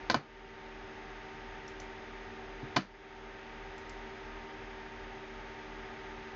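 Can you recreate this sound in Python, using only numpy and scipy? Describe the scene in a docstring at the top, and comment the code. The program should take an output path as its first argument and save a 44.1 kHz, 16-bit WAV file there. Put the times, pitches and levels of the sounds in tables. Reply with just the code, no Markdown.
"""A desk fan runs throughout in a small workroom: a low beating blade throb and a rush of air through its guard.
Beside it two small fast fans, probably a computer's, whine in shaft-locked tones, each with one slow rise in speed.
Early on an object is knocked on the desk twice; a mouse then clicks, a soft and a hard knock follow,
and the mouse clicks again. Knocks are ringing modes plus rattle; clicks are a noise snap plus a ring.
A narrow-band desk microphone hears it all, and its limiter ducks the fans after each hard knock."""
import sys
import numpy as np
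from scipy import signal
from scipy.fft import rfft, irfft
from scipy.io import wavfile
from scipy.ndimage import uniform_filter1d, minimum_filter1d

SR = 44100
rng = np.random.default_rng(int(sys.argv[2]) if len(sys.argv) > 2 else 0)


def file_out(sig):
    """Save sig as 16-bit WAV at sys.argv[1]."""
    # one column per channel
    cols = np.atleast_2d(sig).T
    # limit, then scale
    lim = np.clip(cols, -1, 1)
    pcm = np.round(lim * 32767).astype(np.int16)
    wavfile.write(sys.argv[1], SR, pcm)


N = 280035
ROOM_T60 = 0.21  # s, decay of the room behind knocks and clicks


def undb(db):
    """Decibels to gain."""
    return 10 ** (np.asarray(db) / 20)


def colour(x, points, lifts=()):
    """Shape a sound by a smooth spectrum plus bell-shaped resonances."""
    hz = np.maximum(np.fft.rfftfreq(len(x), 1 / SR), 1)
    point_hz, point_db = np.transpose(points)
    curve_db = np.interp(np.log(hz), np.log(point_hz), point_db)
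    for centre_hz, width_hz, lift_db in lifts:
        curve_db = curve_db + lift_db / (1 + (2 * (hz - centre_hz) / width_hz) ** 4)
    return irfft(rfft(x) * undb(curve_db), len(x))


def butter(x, hz, kind, order):
    """Causal low-pass or high-pass, its corner held to a third of the sample rate at most."""
    sos = signal.butter(order, min(hz, SR / 3), kind, fs=SR, output="sos")
    return signal.sosfilt(sos, x)


def walk(rate_hz):
    """Slow random wander: levels held 1 / rate_hz seconds, slewed twice, scaled to a spread of 1."""
    hold = int(SR / rate_hz)
    steps = np.repeat(rng.standard_normal(N // hold + 1), hold)
    smooth = uniform_filter1d(uniform_filter1d(steps, hold), hold)[:N]
    return smooth / smooth.std()


def fade(t, t60):
    """Decay by 60 dB in t60 seconds."""
    return np.exp(-np.log(1000) * t / t60)


def tone(turns, db):
    """A sine of the given rms level that starts anywhere in its cycle."""
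    return np.sqrt(2) * undb(db) * np.sin(2 * np.pi * (turns + rng.random()))


def add(out, start_s, sound, peak_db):
    """Place a sound at a time with a given peak level."""
    start = int(start_s * SR)
    levelled = undb(peak_db) * sound / np.abs(sound).max()
    out[start:start + len(sound)] += levelled[:N - start]


def desk_fan(swell_db=0.27, chop=0.027):
    """Blades throb; the air they drive rushes through the guard and pulses a little with each blade."""
    # two beating blade tones, then the motor's rotor and mains hum: pitch_hz [Hz], level_db [dB rms]
    hum_tones = [(38.1, -54), (40.9, -60.5), (97.8, -72), (100, -69)]
    # spectrum of the rush of air: pitch_hz [Hz], density_db [dB per Hz]
    air_spectrum = [(36, -78), (65, -84), (110, -82), (280, -87.5), (500, -88), (1050, -86), (1900, -82),
                    (2900, -90.5), (4400, -100.5), (5800, -105), (6600, -105), (7100, -117), (7700, -123)]
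    # guard and housing resonances colouring the rush: centre_hz [Hz], width_hz [Hz], lift_db [dB]
    guard_resonances = [(151, 20, 2.5), (226, 22, 5.5), (414, 100, 4), (561, 67, 4), (752, 102, 8),
                        (877, 60, 8.5), (1227, 100, 4), (1610, 70, 2.5), (2800, 100, -0.5), (3585, 740, 2),
                        (5020, 570, 3.5), (6370, 670, 2)]
    t = np.arange(N) / SR
    hum = sum(tone(hz * t, db + 0.2 * walk(2)) for hz, db in hum_tones)
    # scaled so that the spectrum reads in dB per Hz
    white = rng.standard_normal(N) * np.sqrt(SR / 2)
    air = colour(white, air_spectrum, guard_resonances)
    blade_hz = hum_tones[0][0]
    blade_pulse = 1 + chop * np.sin(2 * np.pi * blade_hz * t)
    return hum + air * blade_pulse * undb(swell_db * walk(2))


def small_fan(fan, tones, level_db, flutter_db):
    """Tones locked to one shaft; uneven inflow makes each one flutter."""
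    speed_hz, rise_hz, top_s, width_s = fan
    t = np.arange(N) / SR
    speed = speed_hz + rise_hz * np.exp(-((t - top_s) / width_s) ** 2)
    turns = np.cumsum(speed) / SR
    return sum(tone(multiple * turns, db + level_db + flutter_db * walk(9)) for multiple, db in tones)


def small_fans():
    """Two small fans whine side by side, each on its own shaft."""
    # shaft speed with one slow rise and fall: speed_hz [turns/s], rise_hz [turns/s],
    # top_s [s], width_s [s from the top to 1/e of the rise]
    fan_a = (76.3, 0.72, 4.15, 1.0)
    fan_b = (79.27, 0.78, 3.05, 1.0)
    # shaft tones: multiple [times the speed], level_db [dB rms before the fan's own level]
    tones_a = [(1, -73), (2, -75.5), (3, -60), (4, -60), (5, -54), (6, -63.5), (7, -73.5), (8, -66.5),
               (9, -84.5), (10, -64.5), (12, -58.5), (16, -78.5), (24, -71.5), (26, -67.5)]
    tones_b = [(1, -66.5), (3, -71.5), (4, -70), (5, -58), (6, -72.5), (7, -72), (8, -69), (10, -69.5),
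               (11, -64.5)]
    whine_a = small_fan(fan_a, tones_a, level_db=0, flutter_db=1.17)
    whine_b = small_fan(fan_b, tones_b, level_db=-1, flutter_db=1.5)
    return whine_a + whine_b


def ring_modes(t, table):
    """Decaying sines, neighbours in opposite sign."""
    out = np.zeros(len(t))
    for k, (hz, db, t60) in enumerate(table):
        out += (-1) ** k * undb(db) * fade(t, t60) * np.sin(2 * np.pi * hz * t)
    return out


def grain(points, size):
    """Coloured noise of rms 1."""
    x = colour(rng.standard_normal(size), points)
    return x / x.std()


def contact(bright_hz, rattle_db, weight_db):
    """One sharp push rings desk and object, rattles briefly and dies away in the room."""
    # modes of the knocked object: pitch_hz [Hz], level_db [dB], t60_s [s]
    object_modes = [(670, -2.5, 0.047), (725, -0.5, 0.035), (1030, -2, 0.04), (1120, -18.5, 0.017),
                    (1270, -20, 0.17), (1514, -1.5, 0.033), (1773, -17.5, 0.13), (2330, -15, 0.095),
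                    (2388, -10, 0.062), (2993, -6, 0.075), (3580, 4.5, 0.015), (4900, -5, 0.0061)]
    # low modes of the desk top: pitch_hz [Hz], level_db [dB before the weight], t60_s [s]
    desk_modes = [(144, -4, 0.094), (193.4, -18, 0.17), (256.3, -4.5, 0.073), (318.3, -9.5, 0.12)]
    # colour of the dense short rattle: pitch_hz [Hz], level_db [dB, relative]
    rattle_colour = [(90, -24.5), (250, -8), (480, -10), (900, 7.5), (1500, 7.5), (2000, 2.5), (3000, -5),
                     (3900, -0.5), (4700, 3), (5300, -6), (6300, -5), (7500, -18.5)]
    # colour of the room's answer: pitch_hz [Hz], level_db [dB, relative]
    room_colour = [(90, -20.5), (250, 3.5), (500, 2), (1000, 0.5), (2500, -1.5), (4500, -8), (7000, -17.5)]
    t = np.arange(SR // 2) / SR
    push = undb(10) * np.sin(2 * np.pi * 1000 * t) * fade(t, 0.0037)
    room_fade = undb(-14) * fade(t, ROOM_T60)
    ringing = ring_modes(t, object_modes) + undb(weight_db) * ring_modes(t, desk_modes)
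    body = push + ringing + room_fade * grain(room_colour, len(t))
    # a short rattle with a faint tail in the room
    rattle_fade = undb(2) * fade(t, 0.028) + undb(-3) * room_fade
    rattle = rattle_fade * grain(rattle_colour, len(t))
    # a soft contact lasts longer, so it reaches only the low modes
    return butter(body, bright_hz, "low", order=2) + undb(rattle_db) * rattle


def settle(landing_db, flight_s, bounce_db, count):
    """Touch, landing and bounces of one knock, as (delay s, dB against the harder of touch and landing)."""
    landing_s = 0.0035  # one edge touches first, the object lands flat this much later
    flight_share = 0.9  # each flight lasts this share of the one before
    hardest_db = max(landing_db, 0)
    delays = landing_s + np.cumsum(flight_s * flight_share ** np.arange(count))
    bounces = [(delay, bounce_db * (k + 1)) for k, delay in enumerate(delays)]
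    return [(0, -hardest_db), (landing_s, landing_db - hardest_db)] + bounces


def knocks():
    """The object touches the desk, lands flat and settles in ever softer bounces."""
    # knocks on the desk; level, brightness and rattle are those of a contact at full force:
    # start_s [s], peak_db [dB], bright_hz [Hz], rattle_db [dB], weight_db [dB on the desk top],
    # landing_db [dB against the touch], flight_s [s, first flight], bounce_db [dB per bounce]
    knock_list = [(0.099, 1, 1710, -3, -16, -5.5, 0.0089, -9.5),
                  (0.1435, 0, 1700, -11.5, -6.5, -10, 0.0132, -12.5),
                  (2.623, -33.5, 260, -37, 7, 6, 0.0072, -5.5),
                  (2.7620, 0, 3000, -0.5, 2.5, 14.5, 0.0056, -5)]
    # a weaker contact is duller and rattles less
    dulling_oct_per_db, rattle_db_per_db = 0.21, 0.77
    out = np.zeros(N)
    for start_s, peak_db, bright_hz, rattle_db, weight_db, landing_db, flight_s, bounce_db in knock_list:
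        for delay_s, force_db in settle(landing_db, flight_s, bounce_db, count=4):
            contact_hz = bright_hz * 2 ** (dulling_oct_per_db * force_db)
            contact_rattle_db = rattle_db + rattle_db_per_db * force_db
            sound = contact(contact_hz, contact_rattle_db, weight_db)
            add(out, start_s + delay_s, sound, peak_db + force_db)
    # the knocks carry little below about 110 Hz
    return butter(out, 110, "high", order=3)


def mouse(snap_t60=0.018, ring_db=-6, ring_t60=0.024, room_db=-11):
    """A tiny spring snaps, rings for a moment and leaves a faint tail in the room."""
    # mouse button going down and up: start_s [s], peak_db [dB], ring_hz [Hz]
    button_moves = [(1.6790, -40, 5500), (1.7998, -40.5, 6130), (3.78, -44.5, 7500), (3.8944, -41.5, 7470)]
    t = np.arange(SR // 4) / SR
    out = np.zeros(N)
    for start_s, peak_db, ring_hz in button_moves:
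        snap_fade = fade(t, snap_t60) + undb(room_db) * fade(t, ROOM_T60)
        snap = rng.standard_normal(len(t)) * snap_fade
        snap = butter(snap, 4400, "high", order=2)
        snap = butter(snap, 7500, "low", order=6)
        ring = undb(ring_db) * np.sin(2 * np.pi * ring_hz * t) * fade(t, ring_t60)
        add(out, start_s, snap + ring, peak_db)
    return out


def scene():
    """Three fans, the knocks and the mouse, in one channel."""
    return (desk_fan() + small_fans() + knocks() + mouse())[None]


def limiter(x, ceiling_db=-12, release_s=0.3):
    """Turns down just ahead of a peak and creeps back up."""
    over_db = np.maximum(20 * np.log10(np.abs(x) + 1e-9) - ceiling_db, 0)
    recovery = np.exp(-np.arange(N) / SR / release_s)
    # the cut in dB jumps to each new peak, then shrinks exponentially
    cut_db = np.maximum.accumulate(over_db / recovery) * recovery
    # 45 samples are about 1 ms: the cut starts early and is smoothed
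    gain_db = uniform_filter1d(minimum_filter1d(-cut_db, size=45), size=45)
    return x * undb(gain_db)


def record(dry):
    """The microphone drops the deep bass and the top above about 7 kHz; a limiter guards the peaks."""
    x = butter(dry[0], 36.8, "high", order=7)
    x = butter(x, 7000, "low", order=14)
    # a steep last low-pass at 7900 Hz: 0.2 dB ripple, 70 dB rejection
    steep = signal.ellip(8, 0.2, 70, 7900, fs=SR, output="sos")
    return signal.sosfilt(steep, limiter(x))[None]


dry = scene()
out = record(dry)
file_out(out)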